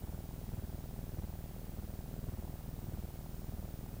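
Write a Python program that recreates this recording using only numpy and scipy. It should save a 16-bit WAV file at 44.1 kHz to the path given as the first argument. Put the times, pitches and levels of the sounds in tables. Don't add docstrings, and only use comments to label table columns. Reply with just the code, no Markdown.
import sys
import numpy as np
from scipy import signal
from scipy.fft import rfft, irfft
from scipy.io import wavfile
from scipy.ndimage import uniform_filter1d

SR = 44100
rng = np.random.default_rng(int(sys.argv[2]) if len(sys.argv) > 2 else 0)


def output_pcm(signal):
    pcm = np.clip(np.atleast_2d(signal).T, -1, 1) * 32767
    wavfile.write(sys.argv[1], SR, np.round(pcm).astype(np.int16))


N = 176400

# frequency_hz, relative_density_db
AIR_SPECTRUM = [(25, -21), (60, 0), (150, 4), (300, -3), (600, -11.5), (1200, -18), (2500, -28.5),
                (6000, -30.5)]
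HISS_SPECTRUM = [(100, 11.5), (1500, 3.5), (3000, 1.1), (6000, 0.05), (10000, 0.5), (15000, 1.57)]
RASP_SPECTRUM = [(300, -16), (800, -4), (1400, 7.5), (2200, -6.5), (5000, -16.5)]
# time_ms, relative_level_db
WHINE_ENVELOPE = [(0, 0), (13, -3.5), (21, -11), (29, -5), (46, -7.5), (46.6, -22), (48.2, -22), (48.8, 0)]
# start_s, end_s
STALL_SPANS = [(1.42, 1.74), (3.15, 3.48)]
# delay_ms, length_ms, rise_ms, relative_level_db
STORE_STEPS = [(4.4, 5.1, 0.7, -45), (10.3, 2.75, 0.64, -40.5)]

# length_ms, rise_ms, relative_level_db
PICTURE, PICTURE_HALF = (6.57, 0.6, -30.5), (5.0, 0.59, -32.5)
PREPARE, REBOUND, RELEASE = (4.6, 0.85, -32.5), (2.1, 1, -39), (1.9, 0.078, -46.5)
BLOCK, CLASH, FLUSH = (5.63, 2, -35), (5.65, 0.85, -30.5), (3.86, 2.1, -33.5)

SAMPLES_PER_MS = SR / 1000
FRAME_MS, BLOCK_MS, FIRST_BLOCK_MS = 50, 1152 / SAMPLES_PER_MS, 13.6
PREPARE_FROM_MS, PREPARE_MS, PREPARE_TO_MS = 27, 29.5, 39
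EARLY_START_MS, USUAL_START_MS, END_MS = 34, 40.3, 46.4
SCATTER_DB = 1.43


def undb(db):
    return 10 ** (np.asarray(db) / 20)


def noise(spectrum, rms_db):
    hz, density_db = np.array(spectrum).T
    bin_hz = np.maximum(np.arange(N // 2 + 1) * SR / N, 1)
    gain = undb(np.interp(np.log(bin_hz), np.log(hz), density_db))
    shaped = irfft(rfft(rng.standard_normal(N)) * gain, N)
    return shaped * undb(rms_db) / shaped.std()


def outdoor_air():
    return noise(AIR_SPECTRUM, rms_db=-57.5)


def amplifier_hiss():
    return noise(HISS_SPECTRUM, rms_db=-60.5)


def converter_whine(pitch_hz=14998, peak_db=-56.5, wander_rad=0.78):
    t = np.arange(N) / SR
    time_ms, level_db = np.array(WHINE_ENVELOPE).T
    envelope = undb(np.interp(1000 * t % FRAME_MS, time_ms, level_db))
    wander = uniform_filter1d(rng.standard_normal(N), size=900)
    phase = 2 * np.pi * pitch_hz * t + wander_rad * wander / wander.std()
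    return undb(peak_db) * envelope * np.sin(phase)


def clocks():
    total_ms = N / SAMPLES_PER_MS
    return np.arange(0, total_ms, FRAME_MS), np.arange(FIRST_BLOCK_MS, total_ms + FRAME_MS, BLOCK_MS)


def add_surge(supply, start_ms, surge, size):
    length_ms, rise_ms, level_db = surge
    first = max(int(start_ms * SAMPLES_PER_MS) + 1, 0)
    i = np.arange(first, min(int((start_ms + length_ms) * SAMPLES_PER_MS), N))
    age_ms = i / SAMPLES_PER_MS - start_ms
    rise = 1 - np.exp(-age_ms / rise_ms)
    sag = np.cos(np.pi / 2 * age_ms / length_ms) ** 2.12
    supply[i] += size * undb(level_db) * rise * sag


def add_stutter(supply, start_ms, pitch_ratio, size, length_ms=6.32, from_hz=961, to_hz=358):
    i = np.arange(int(start_ms * SAMPLES_PER_MS), min(int((start_ms + length_ms) * SAMPLES_PER_MS), N))
    progress = (i / SAMPLES_PER_MS - start_ms) / length_ms
    pitch_hz = pitch_ratio * (from_hz + (to_hz - from_hz) * progress)
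    envelope = size * undb(-46.5) * np.sin(np.pi * progress) ** 2
    supply[i] += envelope * np.cos(2 * np.pi * np.cumsum(pitch_hz) / SR)


def block_surges(jitter_ms=0.22, stutter_delay_ms=6.566, flush_delay_ms=15, busy_from_ms=29):
    supply = np.zeros(N)
    _, blocks = clocks()
    for block, (late, strength, pitch) in zip(blocks, rng.standard_normal((len(blocks), 3))):
        start = block + jitter_ms * late
        size = undb(SCATTER_DB * strength)
        place_ms = block % FRAME_MS
        held_ms = EARLY_START_MS - place_ms if PREPARE_FROM_MS < place_ms < EARLY_START_MS else 0
        add_surge(supply, block + held_ms, BLOCK, -size)
        if 9 < (block + flush_delay_ms) % FRAME_MS < PREPARE_MS + 2:
            add_surge(supply, start + flush_delay_ms, FLUSH, size)
        if (block + stutter_delay_ms + 1) % FRAME_MS > busy_from_ms:
            size *= undb(-8.5)
        for delay_ms, *surge in STORE_STEPS:
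            add_surge(supply, start + delay_ms, surge, size)
        add_stutter(supply, start + stutter_delay_ms, 1 + 0.073 * pitch, size)
    return supply


def picture_surges(jitter_ms=0.49, lead_ms=8, wait_ms=6.8, fade_ms=9.1, stall_ms=2.22, stall_db=-1.5):
    supply = np.zeros(N)
    frames, blocks = clocks()
    for frame, (late, strength) in zip(frames, rng.standard_normal((len(frames), 2))):
        add_surge(supply, frame + END_MS, RELEASE, -1)
        stalled = any(start_s < frame / 1000 < end_s for start_s, end_s in STALL_SPANS)
        frame += stalled * stall_ms
        start = frame + jitter_ms * late
        size = undb(SCATTER_DB * strength + stalled * stall_db)
        block_at_ms = blocks[blocks > frame + PREPARE_FROM_MS][0] - frame
        ahead_ms = np.clip(block_at_ms - lead_ms, EARLY_START_MS, USUAL_START_MS)
        if block_at_ms < PREPARE_TO_MS:
            add_surge(supply, frame + PREPARE_MS, PREPARE, -size)
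            add_surge(supply, start + EARLY_START_MS - 1, REBOUND, size)
        if block_at_ms < EARLY_START_MS + 1:
            add_surge(supply, start + max(USUAL_START_MS, block_at_ms + wait_ms), PICTURE, size)
        elif block_at_ms < END_MS - 1:
            if block_at_ms > PREPARE_TO_MS - 2:
                add_surge(supply, start + ahead_ms, PICTURE_HALF, size)
            add_surge(supply, frame + block_at_ms, CLASH, -size)
            work_left = np.exp(-((block_at_ms - EARLY_START_MS) / fade_ms) ** 2)
            add_surge(supply, start + block_at_ms + wait_ms, PICTURE, size * work_left)
        else:
            add_surge(supply, start + ahead_ms, PICTURE, size)
    return supply


def putter(coupling_hz=5.5, smoothing_hz=2150, gain_db=-0.5):
    surges = picture_surges() + block_surges()
    rasp = 1 + noise(RASP_SPECTRUM, rms_db=-30.5)
    coupling = signal.butter(1, [coupling_hz, smoothing_hz], "bandpass", fs=SR, output="sos")
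    return undb(gain_db) * signal.sosfilt(coupling, surges * rasp)


def scene():
    return (putter() + converter_whine() + amplifier_hiss() + outdoor_air())[None]


def record(dry):
    cutoff_hz = 15750
    return signal.sosfilt(signal.ellip(10, .1, 70, cutoff_hz, fs=SR, output="sos"), dry)


dry = scene()
out = record(dry)
output_pcm(out)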